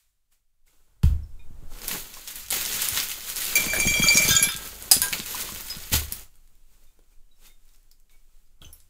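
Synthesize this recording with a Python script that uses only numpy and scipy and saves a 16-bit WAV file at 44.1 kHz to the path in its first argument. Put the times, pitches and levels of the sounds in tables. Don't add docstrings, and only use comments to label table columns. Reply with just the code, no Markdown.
import sys
import numpy as np
from scipy import signal
from scipy.fft import rfft, irfft
from scipy.io import wavfile

SR = 44100
rng = np.random.default_rng(int(sys.argv[2]) if len(sys.argv) > 2 else 0)


def put_to_file(sound):
    columns = np.atleast_2d(sound).T
    safe = np.clip(columns, -1, 1)
    whole_steps = np.round(safe * 32767)
    wavfile.write(sys.argv[1], SR, whole_steps.astype(np.int16))


def amplitude_ratio(level_db):
    exponent = np.asarray(level_db, float) / 20
    return 10 ** exponent


N = 392049

# time in seconds, rustle level in dB, share of dull grinding in dB.
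HANDLING = [(0, -91, -26), (1.0, -83, -5), (1.14, -69, -5), (1.7, -66, -4.5), (1.72, -50, -8),
            (2.5, -49, -18), (2.72, -34, -17), (3.2, -43.5, -16.5), (3.5, -31.5, -15.5), (3.72, -37, -8.5),
            (4.3, -27, -12), (4.5, -44, -9.5), (5.9, -43, -13.5), (6.22, -46.5, -10), (6.3, -68, -10),
            (8.55, -79.5, -12), (8.61, -78, 1), (8.8, -76, -14)]
# start in seconds, peak in dB, favoured pitch in Hz, whole body in dB.
CLINKS = [(3.555, -8, 9140, -9), (3.6406, -26, 6230, -24.5), (3.7, -27, 6600, -25.5),
          (3.7339, -14, 14700, -30), (3.7594, -12, 10420, -30), (3.8005, -10, 9140, -19),
          (3.8204, -16, 6600, -23), (3.8721, -14, 6636, -18.5), (3.829, -23, 3270, -45),
          (3.8725, -15, 3270, -45), (3.8994, -26, 3270, -25), (3.9392, -14, 3270, -20),
          (3.9694, -19.5, 3270, -25), (3.9946, -23.5, 3270, -25), (4.0221, -11.5, 3260, -27),
          (4.0488, -16, 3280, -20), (4.0747, -11.5, 6900, -22), (4.0849, -2, 4650, -17),
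          (4.103, -11.5, 6900, -23), (4.1244, -12.5, 9040, -24), (4.1445, -11, 5690, -23),
          (4.16, -6, 6650, -23), (4.1724, -4, 6610, -11), (4.2213, -11, 11100, -19),
          (4.2804, -10, 6220, -14), (4.3074, -7, 6300, -12), (4.3512, -9.5, 3430, -12),
          (4.365, 0, 6900, -36), (4.3965, -11, 6884, -22.5), (4.4258, -3, 11100, -15)]
# pitch in Hz, level in dB, T60 in seconds.
BOARDS = [(20, -8, 0.41), (44, -7.5, 0.17), (74.4, 0, 0.44), (105.5, -5, .25)]


def coloured(x, colour):
    hz, db = np.transpose(colour)
    grid_hz = np.maximum(np.fft.rfftfreq(4096, 1 / SR), 1)
    log_gain = np.log(amplitude_ratio(np.interp(np.log(grid_hz), np.log(hz), db)))
    cepstrum = irfft(log_gain)
    cepstrum[1:2048] *= 2
    cepstrum[2049:] = 0
    impulse = irfft(np.exp(rfft(cepstrum)))
    y = signal.oaconvolve(x, impulse)[:N]
    return y / np.std(y)


def curves(table):
    s, *columns = np.vstack(table).T
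    return [np.interp(np.arange(N) / SR, s, column) for column in columns]


def room(x, wet_db=-0.5):
    t60_s, gap_s = 0.22, .0015
    t = np.arange(int(.25 * SR)) / SR
    tail = rng.standard_normal(len(t)) * amplitude_ratio(-60 * t / t60_s) * (t > gap_s)
    return x + amplitude_ratio(wet_db) * signal.oaconvolve(x, tail / np.linalg.norm(tail))[:N]


def crackle(rate_hz, spread_db, size=N):
    flurry = np.repeat(rng.exponential(size=size // 300 + 1), 300)[:size]
    out = (rng.random(size) < flurry * rate_hz / SR) * 1.
    at = np.flatnonzero(out)
    click_db = np.minimum(spread_db * rng.exponential(size=len(at)), 15)
    out[at] = amplitude_ratio(click_db) * rng.choice([-1, 1], len(at))
    return out


def add_ring(out, s, db, modes, scatter_db=0., rise_s=0.0001, flutter_db=0.):
    hz, mode_db, t60_s = np.transpose(modes)[:, :, None]
    t60_s = np.clip(t60_s, .002, .8)
    i = int(s * SR)
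    t = np.arange(min(int(.75 * t60_s.max() * SR), N - i)) / SR
    level_db = db + mode_db + scatter_db * rng.standard_normal(hz.shape)
    gain = amplitude_ratio(level_db) * rng.choice([-1, 1], hz.shape)
    touch_rate_hz = 110
    touch = rng.standard_normal((len(hz), 100))
    touch = np.array([np.interp(t, np.arange(100) / touch_rate_hz, row) for row in touch])
    ring = amplitude_ratio(flutter_db * touch - 60 * t / t60_s) * np.sin(2 * np.pi * hz * t)
    out[i:i + len(t)] += (1 - np.exp(-t / rise_s)) * np.sum(gain * ring, axis=0)


def effort():
    # peak time in seconds, peak in dB, seconds to fall 20 dB.
    tugs = [(0, -66, 0.2), (.324, -63, .09), (.67, -64, .55), (1.051, -47, 0.11), (1.84, -42, 0.1),
            (2.279, -35, 0.14), (2.362, -37, 0.2), (2.522, -24, 0.42), (3.1, -32, 0.2), (3.37, -31.5, .5),
            (3.567, -24, 0.19), (3.742, -30, 0.4), (4.435, -27.5, .12), (4.81, -42, .3), (4.925, -25, 0.07),
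            (5.034, -28, 0.113), (5.13, -29.5, 0.15), (5.27, -36, .6), (5.555, -39.5, .3),
            (5.934, -17, 0.0912), (6.12, -45, 0.1146), (7.922, -63.5, 0), (8.112, -62, 0.2),
            (8.625, -55, 0.2), (8.732, -61, 0.3)]
    # peak time in seconds, peak in dB, seconds per 20 dB either side.
    squeezes = [(1.932, -29, .15), (2.19, -42.5, 0.17), (2.829, -26, 0.1445), (2.984, -23.5, 0.1475),
                (3.293, -34.5, .15), (4.66, -36, .14), (5.409, -32.5, 0.21), (5.702, -38.5, .09),
                (6.74, -63, .1), (6.83, -65, .25), (7.125, -66, .08), (7.462, -51, .09),
                (7.72, -65.5, 0.46), (8.36, -68, 0.5)]
    tug_rise_s = .018
    t = np.arange(0, N / SR, .001)
    rows = [(s, db, tug_rise_s, fall_s) for s, db, fall_s in tugs]
    rows += [(s, db, fall_s, fall_s) for s, db, fall_s in squeezes]
    power = 0
    for s, db, rise_s, fall_s in rows:
        drop_db = 20 * np.maximum((s - t) / rise_s, (t - s) / fall_s)
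        power = power + amplitude_ratio(db - drop_db) ** 2
    return np.sqrt(amplitude_ratio(curves(HANDLING)[0]) ** 2 + np.interp(np.arange(N) / SR, t, power))


def bag():
    # frequency in Hz, density in dB per Hz.
    rustle_colour = [(250, -35), (700, -11.5), (1300, -4.5), (2200, -1.5), (4600, -2), (5500, -6.5),
                     (6700, -1.5), (9300, -6.5), (14800, -1), (17000, -8)]
    dull_colour = [(53, -38.5), (90, 0), (215, -0.5), (485, -2), (794, -4), (853, -3.5), (1500, -4.5),
                   (1950, -30), (3300, -120)]
    cloth_colour = [(300, -20), (1000, -8), (2500, -3), (5500, -4), (7500, 0), (10000, -4), (16000, -3)]
    cloth_below_db = -56
    patches = 0
    for hz in (1500, 3200, 6500, 10500, 15000):
        patch = signal.lfilter(*signal.iirpeak(hz, 1.1, fs=SR), crackle(rate_hz=1400, spread_db=3.8))
        patches = patches + room(patch)
    film = coloured(patches + .7 * room(crackle(rate_hz=900, spread_db=4.0)), rustle_colour)
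    cubes = coloured(sum(room(crackle(rate_hz=200, spread_db=4.0)) for place in range(3)), dull_colour)
    cloth = coloured(rng.standard_normal(N), cloth_colour)
    gain = effort()
    share = 1 / (1 + (amplitude_ratio(cloth_below_db) / gain) ** 2)
    rustle = np.sqrt(share) * film + np.sqrt(1 - share) * cloth
    return gain * (rustle + amplitude_ratio(curves(HANDLING)[1]) * cubes)


def sway():
    hum_db, sway_db = curves([(0, -81, 11), (.55, -81, 15), (1.03, -64, 15), (1.09, -19.5, 0),
                              (1.3, -46.5, 6.5), (1.63, -51.5, 21.5), (2.2, -70.5, 23.5), (2.48, -51, 0),
                              (3.24, -64, 16), (3.82, -41, 6), (4.65, -50, 2), (5.88, -53, 8),
                              (5.986, -33.5, -12), (6.37, -66, 17), (7.28, -74.5, 25.5), (8.1, -83, 31),
                              (8.89, -62, 11)])
    sway_colour = [(3, -10.5), (10, 0), (22, -4), (35, -20), (60, -49.5), (200, -91.5)]
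    hum_colour = [(15, -39.5), (33, -10.5), (44, 2.5), (60, -7), (90, -12.5), (160, -21.5),
                  (300, -43), (600, -70)]
    slow = amplitude_ratio(sway_db + hum_db) * coloured(rng.standard_normal(N), sway_colour)
    return slow + amplitude_ratio(hum_db) * coloured(rng.standard_normal(N), hum_colour)


def add_small_knocks(out):
    # pitch in Hz, level in dB, T60 in seconds.
    dish = [(760, -6, .03), (5012, -2, .07), (7284, -1, .025), (9400, 0, .016), (11400, 0, .016),
            (13400, 0, .014), (14800, 0, .014)]
    tin = [(1001, -7, .15), (1604, -1, .18), (5000, -2, .03), (6584, -1, .1), (7014, 2, .04)]
    bottle = [(935, -7, 0.39), (2190, -4, 0.29), (2433, 2.5, .17), (3680, 5.5, 0.13), (7400, -12, .1)]
    cap = [(5550, -11, 0.065), (10200, -2, 0.083), (12420, -10.5, .15), (14300, -2, .1)]
    # start in seconds, level in dB.
    struck = [
        (4.9135, -12),
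        (5.019, -25),
        (1.393, -62),
        (8.728, -44),
    ]
    # start in seconds, level in dB, pitch in Hz, T60 in seconds.
    pings = [(1.045, -56, 8900, .12), (1.15, -66, 2200, .25), (1.232, -60, 5351, .1),
             (1.393, -64, 5100, .03), (4.428, -26, 5717, .09), (5.05, -29, 6590, .07),
             (5.075, -34, 1604, .06), (5.303, -35, 11550, .12), (5.70, -33, 5040, .14),
             (6.87, -66, 3600, .12), (6.88, -75, 2400, .25), (7.13, -70, 2400, .08),
             (7.312, -62, 3850, .12), (7.365, -65, 5400, .05), (7.42, -62, 3700, .1),
             (7.465, -57, 3650, .25), (7.48, -62, 10300, .08), (7.50, -60, 2150, .1), (7.69, -66, 3700, .1),
             (8.095, -67, 2200, .2), (8.127, -62, 2245, .2), (8.097, -66, 3630, .15), (8.46, -74, 4900, .2),
             (8.618, -60, 10200, .12), (8.648, -49, 6130, .12)]
    # start in seconds, level in dB, pitch in Hz.
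    ticks = [(.678, -66, 2150), (1.036, -41, 900), (2.17, -43, 1060), (2.525, -31, 790), (3.556, -32, 585),
             (3.733, -24, 610), (3.734, -23, 1640), (3.96, -34, 640), (4.04, -26, 1360), (4.10, -32, 945),
             (4.16, -30.5, 620), (5.127, -26, 2250), (5.345, -30.5, 1030), (5.49, -40, 1070),
             (3.765, -30, 1680), (6.991, -61, 420), (7.914, -61, 5060), (8.617, -43.5, 3270),
             (8.646, -46, 3000)]
    for s, db, hz, t60_s in pings:
        add_ring(out, s, db, [(hz, -3, t60_s), (1.025 * hz, -8, .6 * t60_s)], flutter_db=4.5)
    for (s, db), modes in zip(struck, (dish, tin, bottle, cap)):
        add_ring(out, s, db, modes, flutter_db=4.5)
    for s, db, hz in ticks:
        modes = [(hz, 0, .05), (1.06 * hz, -3, .03), (.93 * hz, -4, .03),
                 (1.17 * hz, -7, .02), (.82 * hz, -7, .02)]
        add_ring(out, s, db, modes, flutter_db=2.5)


def snaps():
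    # start in seconds, peak in dB, pitch in Hz, T60 in seconds.
    mat_crunch = (1.033, -33, 2500, .16)
    # start in seconds, peak in dB, brightest pitch in Hz.
    cracks = [(1.033, -19, 1690), (3.6644, -19, 2194), (4.1724, -3, 6500), (4.165, -8, 7000),
              (4.2892, -5, 14000), (4.4845, -15, 12000), (4.2494, -11, 6290), (4.4885, -13, 1630),
              (4.9141, 3, 7000), (4.9174, 7, 9500), (5.018, -2, 9000), (4.9205, 3, 7300),
              (4.968, -20, 2500), (5.049, -20, 2500), (6.9904, -50, 1000), (7.9134, -43, 5300),
              (8.617, -42, 14500), (8.8024, -38.5, 8440)]
    crack_t60_s, clink_crack_db = 0.014, -9
    rows = [mat_crunch] + [(s, db, hz, crack_t60_s) for s, db, hz in cracks]
    rows += [(s, db + clink_crack_db, hz, crack_t60_s) for s, db, hz, _ in CLINKS]
    out = np.zeros(N)
    t = np.arange(int(.2 * SR)) / SR
    for s, db, hz, t60_s in rows:
        decay = amplitude_ratio(-60 * t / 0.0043) + 0.45 * amplitude_ratio(-60 * t / np.clip(t60_s, .002, .3))
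        burst = rng.standard_normal(len(t)) * decay
        burst = 0.2 * burst + signal.lfilter(*signal.iirpeak(hz, 1.8, fs=SR), burst)
        i = int(s * SR)
        out[i:i + len(t)] += amplitude_ratio(db - 1) * burst[:N - i] / abs(burst).max()
    return room(signal.sosfilt(signal.butter(2, 900, "high", fs=SR, output="sos"), out))


def set_down():
    # start in seconds, peak in dB, mat pitch in Hz, boards in dB.
    blows = [(1.035, -13.5, 135, -7), (1.507, -40, 134, -45), (1.624, -40.5, 171, -41),
             (1.927, -38, 199, -45.5), (2.92, -33.5, 123, -37), (5.522, -33, 203, -41),
             (5.764, -36, 213, -44), (5.917, -21.5, 166, -22), (5.939, -17, 123, -22.5),
             (6.12, -37, 191, -57), (8.612, -42.5, 121, -47.5), (8.654, -42, 122, -43)]
    out = np.zeros(N)
    for s, db, hz, boards_db in blows:
        mat = [(hz, 0, .07), (1.55 * hz, -7, .05), (.7 * hz, -5, .09), (2.4 * hz, -13, .04), (3.4 * hz, -18, .03)]
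        add_ring(out, s, db - 1, mat, scatter_db=2.0, rise_s=.0012, flutter_db=3.0)
        add_ring(out, s, boards_db - 2.0, BOARDS, rise_s=0.0071)
    return out


def clicks():
    # start in seconds, peak in dB, brightest pitch in Hz.
    creases = [(1.7054, -49, 7500), (1.7364, -35, 6300), (1.7676, -39, 7700), (1.7868, -31, 2500),
               (1.8182, -23, 4800), (1.8452, -24, 4100), (1.881, -10, 14200), (1.8849, -17, 14500),
               (1.9131, -16, 2400), (2.1317, -34, 2400), (2.1403, -27, 4700), (2.1496, -29, 6500),
               (2.1722, -30, 2400), (2.2756, -23, 3800), (2.2824, -23, 7200), (2.305, -25, 10400),
               (2.3573, -19, 14700), (2.4336, -31, 4200), (2.463, -29, 4200), (2.4845, -24, 8100),
               (2.5046, -11, 8300), (2.5089, -8, 14200), (2.6118, -16, 3700), (2.6189, -17, 10800),
               (2.6521, -13, 6700), (2.6605, -14, 4600), (2.7256, -17, 6600), (2.7321, -17, 7000),
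               (2.7509, -16, 14400), (2.7672, -18, 7800), (2.8197, -8, 10400), (2.8442, -13, 14400),
               (2.872, -17, 6900), (2.887, -8, 11200), (2.9742, -8, 2900), (3.0016, -10, 4200),
               (3.087, -18, 13000), (3.0955, -20, 6500), (3.1161, -18, 4700), (3.2073, -25, 3100),
               (3.2148, -26, 2800), (3.2447, -28, 7100), (3.3006, -14, 14600), (3.3603, -12, 10900),
               (3.3671, -14, 7400), (3.4187, -16, 14400), (3.4444, -16, 7300), (3.453, -12, 8000)]
    late_creases = [(4.5218, -19, 4000), (4.543, -18, 4300), (4.5639, -16, 9500), (4.5724, -21, 13400),
                    (4.675, -21, 14000), (4.7543, -31, 6400), (4.7871, -28, 13500), (4.8243, -20, 10900),
                    (4.8886, -30, 14400), (4.968, -14, 2800), (5.0192, -7, 14600), (5.0842, -16, 7100),
                    (5.1078, -22, 14800), (5.1279, -11, 2200), (5.133, -12, 2600), (5.1832, -22, 4400),
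                    (5.1884, -22, 4600), (5.193, -21, 7400), (5.2005, -14, 3900), (5.261, -20, 9100),
                    (5.2704, -21, 5300), (5.3088, -20, 14600), (5.34, -23, 10500), (5.3472, -23, 14900),
                    (5.3527, -18, 6800), (5.4052, -16, 15000), (5.4115, -17, 10700), (5.4236, -19, 14800),
                    (5.4914, -26, 7700), (5.5222, -26, 6600), (5.5428, -28, 6900), (5.5484, -18, 11900),
                    (5.5603, -21, 3500), (5.6088, -20, 14400), (5.6123, -26, 15100), (5.6449, -29, 14500),
                    (5.6848, -28, 2600), (5.7029, -23, 4800), (5.7508, -24, 3600), (5.7697, -24, 14500),
                    (5.7853, -29, 6200), (5.8025, -29, 7800), (5.8376, -26, 4800), (5.8999, -28, 14100),
                    (6.0355, -25, 14700), (6.1232, -9, 14400), (6.1318, -22, 7500), (6.1965, -31, 8500)]
    cap_clicks = [(6.3413, -56, 3100), (6.3558, -43, 14300), (6.3663, -51, 12400), (6.4755, -50, 14600),
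                  (6.5538, -47, 10800), (6.8385, -48, 14800), (6.9922, -56, 1600), (7.0386, -59, 4600),
                  (7.6542, -52, 12100), (7.6807, -53, 14600), (7.69, -49, 3600), (7.7156, -52, 15100),
                  (7.7374, -52, 7700), (7.7469, -50, 5200), (7.7603, -50, 8800), (7.8303, -54, 14600),
                  (7.915, -40, 14300), (8.0, -49, 14800), (8.096, -49, 2700), (8.4741, -61, 6900)]
    spike_t60_s, fizz_t60_s = .0022, .03
    out = np.zeros(N)
    t = np.arange(int(.03 * SR)) / SR
    for s, db, hz in list(creases) + list(late_creases) + list(cap_clicks):
        decay = amplitude_ratio(-60 * t / spike_t60_s) + .18 * amplitude_ratio(-60 * t / fizz_t60_s)
        spike = rng.standard_normal(len(t)) * decay
        peak = signal.iirpeak(np.clip(hz, 500, 16000), 1.4, fs=SR)
        spike = .35 * spike + signal.lfilter(*peak, spike)
        i = int(s * SR)
        out[i:i + len(t)] += amplitude_ratio(db + 2.2) * spike / abs(spike).max()
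    return room(signal.sosfilt(signal.butter(2, 1000, "high", fs=SR, output="sos"), out), wet_db=-4)


def rattle(modes):
    # time in seconds, level in dB.
    level = [
        (3.55, -69.5),
        (3.6, -38.5),
        (3.75, -36.5),
        (3.9, -32),
        (4.1, -28),
        (4.28, -32),
        (4.45, -41),
        (4.52, -72),
    ]
    out = np.zeros(N)
    i, j = int(level[0][0] * SR), int(level[-1][0] * SR)
    for hz, db, t60_s in modes:
        pole = amplitude_ratio(-60 / (t60_s * SR))
        resonator = [1, -2 * pole * np.cos(2 * np.pi * hz / SR), pole ** 2]
        ring = signal.lfilter([1], resonator, crackle(rate_hz=90, spread_db=4., size=j - i))
        out[i:j] += amplitude_ratio(db) * ring / np.std(ring)
    return amplitude_ratio(curves(level)[0] - 8.0) * out


def add_mug(out):
    rim_hz = [2222, 2346]
    wall_hz = [3271, 4639, 5717, 6240, 6612, 6900, 7550]
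    top_hz = [9128, 10380, 11115, 11925, 12965, 14100, 14660, 15200]
    rim = np.c_[rim_hz, [(-7, 0.2), (-5, 0.16)]]
    wall = np.c_[wall_hz, [(-9, .15), (-3, 0.064), (-6.5, 0.13), (-3.5, 0.086), (0.5, 0.059), (-3, .11),
                           (-2.5, 0.15)]]
    top = np.c_[top_hz, [(-3, 0.061), (-9, .06), (-4.5, 0.069), (-10.5, 0.076), (-8.5, .07), (-10, .06),
                         (-8, .04), (-8, .06)]]
    # pitch in Hz, level in dB, T60 in seconds.
    mug_air = (610, -7, .08)
    # start in seconds, lower ring in dB, upper ring in dB.
    rim_hits = [(3.555, -25, -21), (3.622, -33, -40), (3.70, -38, -35), (3.734, -33, -38),
                (3.762, -29, -34), (3.8004, -29, -27), (3.821, -36, -29), (3.875, -27, -24),
                (3.90, -30, -35), (3.939, -32, -30), (3.972, -29, -33), (4.021, -30, -26), (4.06, -30, -34),
                (4.084, -28, -29), (4.104, -25, -23), (4.146, -33, -30), (4.170, -28, -21),
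                (4.194, -33, -27), (4.219, -26, -27), (4.365, -40, -35), (4.394, -30, -31),
                (4.425, -34, -28)]
    top_db, top_db_per_octave = -12, 4
    upper = np.vstack([wall, top])
    out += rattle(np.vstack([rim + [0, 4.5, 0], wall, top - [0, 4, 0], mug_air]))
    for s, low_db, high_db in rim_hits:
        add_ring(out, s, 2.5, np.c_[rim_hz, (low_db - 2.5, high_db + 1.5), rim[:, 2]], flutter_db=1.2)
    for s, db, hz, body_db in CLINKS:
        add_ring(out, s, body_db - 13, wall, scatter_db=1.0, flutter_db=4.0)
        bright_db = top_db + top_db_per_octave * np.log2(hz / 7000)
        add_ring(out, s, body_db + bright_db, top, scatter_db=2.0, flutter_db=5.0)
        favoured_hz, _, t60_s = upper[np.argmin(abs(upper[:, 0] - hz))]
        add_ring(out, s, db - 10, [(favoured_hz, 0, t60_s)], flutter_db=2.0)


def spilt():
    # start in seconds, peak in dB, mat pitch in Hz.
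    landings = [(3.598, -28, 121), (3.664, -23.5, 215), (3.784, -23, 346), (3.852, -21.5, 349),
                (3.866, -15, 183), (3.909, -26.5, 172), (3.996, -15, 212), (4.041, -19.5, 180),
                (4.152, -19, 184), (4.199, -27.5, 189), (4.251, -25.5, 153), (4.284, -19, 228),
                (4.308, -20.5, 137), (4.349, -25, 127), (4.413, -27, 178), (4.469, -24.5, 208),
                (4.549, -33, 121), (4.966, -23.5, 252), (5.001, -30.5, 136), (5.121, -34, 157),
                (5.195, -31, 222)]
    boards_db = -18
    out = np.zeros(N)
    for s, db, hz in landings:
        mat = [(hz, 0, .055), (1.5 * hz, -3, .03), (.7 * hz, -5, .06), (2.2 * hz, -8, .022), (3.2 * hz, -14, .016)]
        add_ring(out, s, db - .3, mat, scatter_db=2.2, rise_s=.0009, flutter_db=1.5)
        add_ring(out, s, db + boards_db, BOARDS, rise_s=0.006)
    return out


def add_jug(out):
    jug_hz = [1319, 1500, 1610, 2632, 3171, 3408, 3510, 3607, 4126, 5039, 6293]
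    jug = np.c_[jug_hz, [(-16, .75), (-17, 0.46), (-8.5, 0.56), (-15, 0.29), (-8.5, 0.18), (-3, .24),
                         (-9.5, .25), (-5.5, .25), (-8, 0.13), (-1, 0.11), (-5, 0.14)]]
    # start in seconds, peak in dB.
    hits = [
        (4.2494, -22.5),
        (4.2892, -10),
        (4.3074, -5.5),
        (4.3244, -17),
        (4.4393, -17),
        (4.4875, -18.5),
    ]
    for s, db in hits:
        add_ring(out, s, db - 14.5, jug, scatter_db=0.5, flutter_db=4.5)


def glass():
    out = np.zeros(N)
    add_small_knocks(out)
    add_mug(out)
    add_jug(out)
    return amplitude_ratio(1.5) * room(out, wet_db=-5)


def scene():
    hiss = amplitude_ratio(-84) * rng.standard_normal(N)
    floor = sway() + set_down() + spilt()
    return (bag() + clicks() + snaps() + glass() + floor + hiss)[None]


def roll_off(x):
    return signal.sosfilt(signal.butter(12, 16660, fs=SR, output="sos"), x)


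def record(dry):
    cut = signal.sosfilt(signal.ellip(8, .3, 44, 15600, fs=SR, output="sos"), dry)
    return roll_off(np.clip(cut, -1, 1))


dry = scene()
out = record(dry)
put_to_file(out)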